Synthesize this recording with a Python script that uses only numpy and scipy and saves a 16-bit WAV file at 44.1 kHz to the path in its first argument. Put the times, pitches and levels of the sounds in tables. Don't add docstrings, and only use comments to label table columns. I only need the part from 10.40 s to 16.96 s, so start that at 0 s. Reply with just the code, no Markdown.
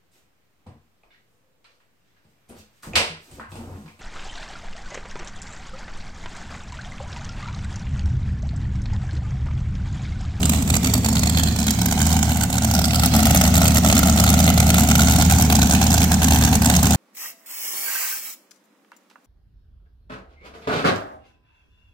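import sys
import numpy as np
from scipy import signal
from scipy.fft import rfft, irfft, next_fast_len
from scipy.io import wavfile
from scipy.ndimage import uniform_filter1d, map_coordinates

SR = 44100
rng = np.random.default_rng(int(sys.argv[2]) if len(sys.argv) > 2 else 0)


def voltage_ratio(decibels):
    exponent = np.asarray(decibels, float) / 20
    return 10 ** exponent


def file_out(sig):
    cols = np.atleast_2d(sig).T
    lim = np.clip(cols, -1, 1)
    pcm = np.round(lim * 32767).astype(np.int16)
    wavfile.write(sys.argv[1], SR, pcm)


N = 289296
T = np.arange(N) / SR
MEAN_FIRINGS_PER_S = 77.3

# start_s, firings_per_s
SPEED = [(0.0, 77.1), (0.32, 77.48), (0.66, 72.94), (0.97, 80.8), (1.41, 72.24), (1.69, 80.54),
         (2.12, 75.22), (2.57, 78.4), (2.88, 75.9), (3.23, 79.21), (3.58, 75.57), (4.1, 81.04),
         (4.49, 74.85), (4.89, 80.82), (5.28, 75.12), (5.58, 80.14), (6.29, 75.6), (6.56, 77.97)]
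# start_s, view_db
VIEW = [(0, -3), (.7, -2.5), (1.3, -4), (1.7, -2.5), (2.2, -4.5), (2.35, -1.5), (2.55, -3), (2.8, 1),
        (3.1, 0.06), (4.0, 0.04), (4.8, 0), (5.6, -0.83), (6.56, -0.46)]
# start_s, first peak of the ground echo peak_hz, echo_share (0-1),
# microphone port resonance port_hz, its gain port_db
PLACE = [(0.0, 636, 0.2, 7340, 10.5), (1.0, 710, 0, 7050, 9.5), (1.68, 783, 0.3, 6650, 11),
         (2.15, 740, 0.7, 7140, 11), (2.5, 700, 1, 4620, 8.5), (2.9, 680, 1, 6260, 1),
         (3.4, 665, 0.66, 6600, 7), (4.2, 682, 1, 6700, 5), (5.1, 745, 0.26, 6460, 7.5),
         (6.1, 792, 0.16, 6370, 7), (6.56, 725, 0.05, 6600, 6)]


def firings(crank, contrast=1.29, chance_db=1.45):
    # cylinder, usual strength_db, then the jet's tint low_db, middle_db, top_db
    cylinder_habits = [(0, -13, 5.5, 0.52, -12), (1, 3.5, -1.5, -1.9, 1.5), (2, 4, 5.5, -0.74, 1.5),
                       (3, 2, 4, 0.96, 4), (4, 5, 0.5, 0.97, 4.5), (5, -6, 4, 0.22, 3),
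                       (6, -1.5, 2.5, 0.91, 0), (7, -2, 2.1, -0.81, 2.5)]
    # start_s, over_usual_db
    lazy_bangs = [(0.097, 9.5), (0.303, 7.5), (0.835, 11), (1.037, 10.5), (1.46, 10.5), (1.668, 9),
                  (1.768, 8.5), (1.973, 6), (2.183, 9), (2.393, 9), (2.598, 10.5), (2.91, 7.5), (3.014, 9),
                  (3.22, 7.5), (3.529, 7.5), (3.634, 8), (3.841, 8.5), (3.943, 7), (4.345, 8.5),
                  (4.555, 10.5), (4.762, 8), (5.167, 3), (5.582, 8.5), (5.885, 7), (6.301, 10.5), (6.51, 8)]
    # start_s, over_usual_db
    misfires = [(0.019, -7), (0.045, -9), (0.676, -20), (0.886, -10), (1.024, -18), (1.1, -22),
                (1.177, -22), (1.378, -16), (1.405, -34), (1.5, -13), (1.806, -13), (1.934, -9),
                (2.117, -25), (2.143, -4.5), (2.21, -23), (2.328, -26), (2.432, -22), (2.727, -13),
                (2.845, -40), (2.936, -10), (3.968, -11), (4.191, -13), (4.28, -4.5), (4.888, -21),
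                (5.089, -21), (5.115, -5), (5.207, -18), (5.403, -9), (6.117, -8), (6.235, -7)]
    # start_s,
    # over_usual_db
    odd_firings = [(0.149, -3), (0.162, -10), (0.2, -15), (0.33, -5), (0.356, 0.5), (0.434, -4),
                   (0.567, -15), (0.58, -4.5), (0.823, -2), (1.139, -11), (1.323, -6), (1.819, -12),
                   (3.118, -5), (3.66, -3), (3.981, -6.5), (4.166, -11), (4.699, 1), (5.706, -7),
                   (6.327, -2),
                   (0.369, 1.5), (0.54, 6), (0.553, -3), (0.689, 1.5), (0.999, 2), (1.27, 5), (1.283, 2),
            (1.31, 3), (1.579, 14), (1.882, 9), (1.986, 8), (2.038, 2.5), (2.483, 3.5), (2.509, 16.5),
            (2.586, 1), (2.792, 2.5), (3.04, 3.5), (3.232, 13.5), (3.437, 13), (4.055, 12.5), (4.141, 0.5),
            (4.306, 2.5), (4.437, 6), (4.634, 9), (4.674, 16), (5.154, 7), (5.468, 6), (5.988, 6.5),
            (6.222, 3), (6.432, 5.5),
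                   (0.007, 10), (0.059, -1), (0.343, 0), (0.636, 8), (0.731, 5.3), (0.771, -0.5),
                    (0.797, 0.5), (0.81, -2), (0.95, 14), (0.987, 3), (1.218, 4.0), (1.42, 3), (1.619, 4),
                    (1.657, 4), (1.682, 11), (1.744, 7), (1.757, -1), (2.131, 1), (2.158, 7), (2.303, 9),
                    (2.342, 1), (2.368, 5), (2.561, 3.5), (2.638, 1.7), (2.715, -0.6), (3.144, 2.5),
                    (3.246, 0), (3.271, -2), (3.296, -1), (3.503, 8.5), (3.556, 1), (3.569, -2), (4.043, 3),
                    (4.18, 1), (4.359, 12), (4.398, 2.5), (4.609, 2), (4.622, 1.5), (4.713, 2), (4.738, 7),
                    (4.851, 2.5), (4.864, 1), (4.938, 5.5), (5.039, 2), (5.233, 0), (5.352, 9.5),
                    (5.392, 7), (5.557, 4.5), (5.62, 0.5), (5.645, -2), (5.683, -1), (5.963, 8.5),
                    (6.079, 2.8), (6.262, 2), (6.276, 5), (6.315, 11), (6.446, -2.5), (6.524, 12),
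                   (0.085, -5), (0.279, 3), (0.514, -6), (0.622, -9), (0.65, -0.5), (0.875, -1),
                    (0.963, -5.9), (1.126, -0.5), (1.257, -5), (1.448, -4.5), (1.554, -5), (1.567, -2),
                    (1.871, -3), (2.0, -6), (2.198, -3.4), (2.224, -1.9), (2.263, -12), (2.523, -3),
                    (2.819, -15), (2.859, 0.4), (3.182, 0), (3.765, -2.5), (3.905, -1.7), (4.081, -1),
                    (4.385, 1.7), (4.839, -12), (4.901, 0), (5.22, 0.7), (5.379, -4), (5.733, -0.3),
                    (5.746, -1.7), (5.809, -12), (6.144, -2.1), (6.17, -1), (6.472, -0.2)]

    number = np.arange(int(crank[-1]) + 1)
    times = np.interp(number, crank, T)
    cylinder = np.array(cylinder_habits)[number % len(cylinder_habits)]
    luck = np.clip(rng.standard_normal(len(number)), -2, 2)
    odd_db = chance_db * luck + np.interp(times, T, stumble_db())
    for s, db in lazy_bangs + misfires + odd_firings:
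        odd_db[abs(times - s).argmin()] = db
    return times, contrast * (cylinder[:, 1] + odd_db), cylinder[:, 2:]


def stumble_db():
    # start_s, length_s, change_db
    stumbles = [(.234, .036, -13), (.377, .049, -9), (.589, .051, -10), (2.06, .036, -8), (2.683, .036, -8),
                (3.393, .036, -8), (3.602, .024, -4), (4.11, .024, -6), (4.314, .024, -5),
                (5.652, .036, -6), (5.75, .036, -6), (6.177, .037, -8)]
    return sum(db * (T > s) * (T < s + length) for s, length, db in stumbles)


def level(layer):
    # open_view_db, db_per_view_db, db_per_firing_per_s above mean pace, db_per_stumble_db
    layers = [
        (-19, 1.0, .5, 0.8),
        (-17.5, 1.44, -0.12, 0.15),
        (-25, 1.4, -0.07, 0.5),
        (-25.5, 1.38, -0.04, 0.3),
    ]
    open_db, by_view, by_pace, by_stumble = layers[layer]
    view_db = column(VIEW, index=1)
    pace = (column(SPEED, index=1) - MEAN_FIRINGS_PER_S) * (1.5 - 0.3 * view_db)
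    starved_db = uniform_filter1d(stumble_db(), size=800)
    return voltage_ratio(open_db + by_view * view_db + by_pace * pace + by_stumble * starved_db)


def tone(crank, flutter_db=1.66):
    harmonics = [(1, -2, 0.31), (2, -7.5, 0.37), (3, -13, 0.355)]
    wobble = colour(rng.standard_normal(N), [(4, -2), (12, 1), (35, -9), (60, -69)])
    flutter = voltage_ratio(flutter_db * evened(wobble))
    orders = sum(voltage_ratio(db) * np.cos(2 * np.pi * k * (crank - lag)) for k, db, lag in harmonics)
    return level(layer=0) * np.sqrt(2) * flutter * orders


def lope(crank):
    between = (1.5, -31, 0.85)
    multiple, db, by_sag = between
    sag = (MEAN_FIRINGS_PER_S - column(SPEED, index=1)) * (2.0 - 0.3 * column(VIEW, index=1))
    wave = np.sqrt(2) * np.cos(2 * np.pi * multiple * crank)
    return voltage_ratio(db + by_sag * sag) * (0.063 + behind_car()) * wave


def pipes(times, strength_db, follow=0.24, scatter=0.38, jitter_s=0.001, lead_s=0.00045):
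    # mode_hz, width_hz, level_db
    pipe_modes = [(32, 24, -22), (55.4, 28, -7), (112.2, 19.3, 1), (122.7, 8.9, -23), (181, 16.7, 1),
                  (215.1, 19.4, 0.5), (250.4, 20.3, -1.5), (273.2, 23, -10.5), (432, 59, -9)]
    chance = rng.standard_normal((len(times), len(pipe_modes) + 1))
    sizes = voltage_ratio(follow * strength_db)
    blow_times = times - lead_s + jitter_s * chance[:, -1]
    ring = 0
    for (hz, width, db), luck in zip(pipe_modes, chance.T):
        blows = train(blow_times, sizes - 0.67 * sizes.mean() + scatter * luck)
        mode = resonate(resonate(blows, hz, 1.19 * width), hz, 1.19 * width)
        ring = ring + voltage_ratio(db) * mode / width
    ring = colour(ring, [(20, -20), (33, -2.0), (285, -0.5), (340, -3), (600, -15)])
    return level(layer=1) * steadied(ring, span_s=0.098)


def bark(times, strength_db, follow=0.55, crack_follow=1.0, scatter_db=1.5, slap=0.71):
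    # tone_hz, level_db
    bark_colour = [(250, -37), (430, -7), (600, 3.5), (750, 8), (1000, 3), (1450, -9.5), (2200, -17),
                   (3500, -28), (6000, -9.5)]
    luck = rng.standard_normal((len(times), 3))
    gas = port_pair(lag=4)
    mouth_hz = column(PLACE, index=1)

    sizes = voltage_ratio(follow * strength_db + scatter_db * luck[:, 0])
    rough = puffs(times - .0062, sizes, rise_s=0.00076, hold_s=0.0013, fall_s=0.0069) * gas
    slaps = train(times - .0045 + .001 * luck[:, 1], -sizes)
    body = colour(evened(rough) + slap * evened(slaps), bark_colour)

    hard = voltage_ratio(crack_follow * strength_db + 3.5 * luck[:, 2])
    crack = puffs(times - .0045, hard, rise_s=0.00034, hold_s=0.0017, fall_s=0.0069) * gas
    snaps = train(times - .004 + 0.00079 * luck[:, 1], hard)
    crack = evened(crack) + 0.21 * evened(snaps)

    ring = []
    octave_hz = 1.994 * mouth_hz
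    for b, c in zip(evened(body), evened(crack)):
        high_ring = resonate(resonate(c, octave_hz, 240), octave_hz, 240)
        ring.append(1.66 * resonate(b, mouth_hz, 155) + voltage_ratio(11.5) * high_ring)
    bright = colour(evened(crack), [(700, -6), (1300, 4), (2400, 0), (4000, -18)])
    near = evened(body) + np.array(ring) + voltage_ratio(-1.0) * bright
    around = panel(ground(near + voltage_ratio(-8.0) * yard(near)))

    hidden_db = -5.5 / (1 + np.exp((T - 1.43) / 0.043))
    return voltage_ratio(hidden_db) * level(layer=2) * steadied(around, span_s=0.235)


def jet(times, strength_db, tint_db, tint_chance_db=1.8):
    band_edges = [0, 4500, 9000, SR / 2]
    # fall_s, steady_leak (share)
    band_flow = [
        (0.0045, 0.084),
        (0.005, 0.057),
        (0.0044, 0.014),
    ]
    # tone_hz, level_db
    left_colour = [(800, -8), (1800, 1), (3000, 1.5), (4500, -0.5), (6000, -0.5), (7500, 4.5), (9300, -2.5),
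                   (11000, 1.5), (13000, 0), (16000, -6)]
    # tone_hz, level_db
    right_colour = [(800, -1.5), (1800, 2), (3000, 1.5), (4500, 1), (6300, 1.5), (8700, 4.5), (9700, -12.5),
                    (11500, -5), (14500, -1), (16000, -6.5)]

    gas = rfft(port_pair(lag=9.52))
    hz = np.fft.rfftfreq(N, 1 / SR)
    tint_db = tint_db + tint_chance_db * rng.standard_normal(tint_db.shape)
    eddies = evened(uniform_filter1d(rng.standard_normal(N), size=24))
    grain = voltage_ratio(2.45 * np.clip(eddies, -3, 2))
    hiss = 0
    for low_hz, top_hz, db, (fall_s, leak) in zip(band_edges, band_edges[1:], tint_db.T, band_flow):
        flow = puffs(times - .004, voltage_ratio(strength_db + db), rise_s=.002, hold_s=.0017, fall_s=fall_s)
        band = irfft(gas * (hz >= low_hz) * (hz < top_hz), N)
        hiss = hiss + (flow * grain + leak) * band

    left, right = glint(panel(ground(hiss)))
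    port = voltage_ratio(column(PLACE, index=4)) * resonate(right, column(PLACE, index=3), 1180)
    near = np.array([colour(left, left_colour), colour(right + port, right_colour)])
    drifting = 0
    for k in range(3):
        swell = np.sqrt(2 / 3) * np.cos(np.pi * (3 * T + k / 3))
        drifting = drifting + yard(near * swell)
    wet = colour(drifting, [(1000, -5.0), (4000, -6.5), (6500, -8.0), (8500, -9.5), (10000, -19.5), (16000, -5)])
    mixed = mottled(near, depth_db=2.5) + mottled(wet, depth_db=3.5)
    return voltage_ratio(5.5) * level(layer=3) * steadied(mixed)


def puffs(times, sizes, rise_s, hold_s, fall_s):
    t = np.arange(round(.04 * SR)) / SR
    rise = np.sin(np.pi / 2 * np.clip(t / rise_s, 0, 1)) ** 2
    shape = rise * np.exp(-(np.maximum(t - rise_s - hold_s, 0) / fall_s) ** 2)
    return signal.oaconvolve(train(times, sizes), shape)[:N]


def mottled(x, depth_db):
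    z = signal.stft(x, nperseg=256, noverlap=192)[2]
    patches = uniform_filter1d(rng.standard_normal(z.shape[1:]), size=2, axis=0)
    patches = uniform_filter1d(patches, size=8, axis=1)
    return signal.istft(z * voltage_ratio(depth_db * evened(patches)), nperseg=256, noverlap=192)[1][:, :N]


def glint(x):
    # middle_s, span_s, band_hz, width_hz, gain
    bright_band = (0.98, 0.39, 4500, 830, 1.35)
    s, span_s, hz, width, gain = bright_band
    moment = np.exp(-((T - s) / span_s) ** 2)
    return x + gain * moment * np.array([resonate(c, hz, width) for c in x])


def panel(x):
    # start_s, left_delay_ms, right_delay_ms
    panel_delay = [(0, .25, .97), (.3, .38, 1.03), (.75, .45, 1.13), (1.1, .68, 1.22), (2, 1.08, 1.4),
                   (3, 1.2, 1.45), (4.75, 1.2, 1.33), (5.25, 1.15, 1.22), (6.56, 1.1, 1.12)]
    # start_s, left_share (0-1), right_share (0-1)
    panel_share = [(0, 0.7, 0.24), (.5, 0.34, 0.43), (1.1, 0.44, 0.65), (1.7, 0.3, 0.44), (2.3, 0, 0),
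                   (3.2, 0.05, 0), (4, 0.2, 0.36), (5.2, 0, 0.35), (6.56, 0.25, 0.02)]
    # start_s, left_delay_ms, right_delay_ms,
    # left_share (0-1), right_share (0-1)
    flank_echo = [(0, .8, .8, .2, .5), (.7, .92, .9, .5, .5), (.9, 1.2, .92, .3, .45),
                  (1.4, 1.3, .95, .4, .3), (2, 1.4, 1, .3, 0), (2.3, 1.4, 1, 0, 0)]
    echo = []
    for k in range(2):
        body = column(panel_share, index=k + 1) * delayed(x[k], column(panel_delay, index=k + 1) / 1000)
        flank = column(flank_echo, index=k + 3) * delayed(x[k], column(flank_echo, index=k + 1) / 1000)
        echo.append(body + flank)
    return x + colour(np.array(echo), [(1200, -18), (2000, -0.5), (6000, -5.0), (10000, -40)])


def ground(x):
    share = np.clip(column(PLACE, index=2), 0, 1)
    delay_s = 1 / column(PLACE, index=1)
    echo = np.array([delayed(c, delay_s) for c in np.atleast_2d(x)])
    return x + share * colour(echo, [(1000, -6.5), (1800, -7.0), (3000, -26.0)])


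def behind_car():
    return np.exp(-((T - 2.37) / 0.99) ** 2)


def null(x):
    null_hz = 0.58 * column(PLACE, index=1)
    band = np.array([resonate(c, null_hz, 230) for c in x])
    return x - 0.39 * behind_car() * band


def yard(x, gap_s=0.013):
    # tone_hz, t60_s (time to fall by 60 dB)
    yard_decay = [(100, 0.71), (1000, 0.97), (5000, 1), (10000, 0.96), (16000, 0.72)]
    taps = rng.choice([-1., 0, 1.], (2, SR // 2), p=[.025, .95, .025])
    hz, t, z = signal.stft(taps, SR, nperseg=256)
    decay_hz, decay_s = np.transpose(yard_decay)
    t60 = np.interp(np.log(hz + 1), np.log(decay_hz), decay_s)
    tail = signal.istft(z * voltage_ratio(-60 * t / t60[:, None]), SR, nperseg=256)[1]
    tail = tail / np.linalg.norm(tail, axis=1, keepdims=True)
    tail = np.pad(tail, ((0, 0), (round(gap_s * SR), 0)))
    return signal.fftconvolve(np.atleast_2d(x), tail, axes=1)[:, :N]


def air_wash():
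    # tone_hz, level_db
    air_colour = [(18, -24), (30, -15), (45, -9.5), (100, -4), (400, -18.5), (2000, -37.5), (8000, -39.5),
                  (16000, -39)]
    wash = evened(colour(port_pair(lag=1), air_colour))
    return voltage_ratio(-28.5 + 0.44 * column(VIEW, index=1)) * wash


def port_pair(lag):
    # tone_hz, likeness (0-1)
    port_likeness = [(300, 0.98), (1000, 1), (2000, 0.86), (4000, 0.65), (8000, 0.6), (16000, 0.32)]
    a, b = rng.standard_normal((2, N))
    hz, same = np.transpose(port_likeness)
    same = np.clip(same, .01, .99)
    shared = colour(np.roll(a, round(lag)), np.c_[hz, 20 * np.log10(same)])
    own = colour(b, np.c_[hz, 10 * np.log10(1 - same ** 2)])
    return np.array([a, shared + own])


def evened(x):
    return x / np.sqrt(np.mean(x ** 2) + 1e-20)


def steadied(x, span_s=0.388):
    power = uniform_filter1d(np.atleast_2d(x ** 2).mean(0), round(span_s * SR))
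    return x / np.sqrt(abs(power) + 1e-12)


def column(rows, index):
    rows = np.array(rows)
    return np.interp(T, rows[:, 0], rows[:, index])


def colour(x, points):
    hz, db = np.transpose(points)
    size = next_fast_len(N + 4096)
    bins = np.log(np.fft.rfftfreq(size, 1 / SR) + 1)
    gain = voltage_ratio(np.interp(bins, np.log(hz), db))
    return irfft(rfft(x, size) * gain, size)[..., :N]


def resonate(x, hz, width):
    turn = np.exp(2j * np.pi * np.cumsum(hz * np.ones(N)) / SR)
    r = np.exp(-np.pi * width / SR)
    return 2 * (turn * signal.lfilter([1 - r], [1, -r], x / turn)).real


def train(times, sizes):
    out = np.zeros(N)
    np.add.at(out, np.clip(np.round(times * SR).astype(int), 0, N - 1), sizes)
    return out


def delayed(x, delay_s):
    return map_coordinates(x, [np.arange(N) - delay_s * SR], order=3)


def scene():
    stub_lead = [.3, .9, .4, 1, 1.6, .5, 0, .5]
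    crank = -0.54 + np.cumsum(column(SPEED, index=1)) / SR
    times, strength_db, tint_db = firings(crank)

    low = tone(crank) + lope(crank) + pipes(times, strength_db)
    lean_db = np.outer([1, -1], .05 + .12 * column(VIEW, index=1))
    low_tail = colour(yard(low), [(70, -2.5), (140, -1), (300, 4.0)])
    low = low * voltage_ratio(lean_db) + voltage_ratio(-16.5) * low_tail

    jet_times = times - np.resize(stub_lead, len(times)) / 1000
    hiss = jet(jet_times, strength_db, tint_db)
    return null(low + bark(times, strength_db) + air_wash()) + hiss


def roll_off(x):
    return signal.sosfilt(signal.butter(12, 17000, fs=SR, output="sos"), x)


def record(dry):
    limited = 1.16 * np.tanh(dry / 1.149)
    edge = signal.firwin(301, 16000, window=("kaiser", 9), fs=SR)
    return roll_off(signal.oaconvolve(limited, edge[None], "same"))


dry = scene()
out = record(dry)
file_out(out)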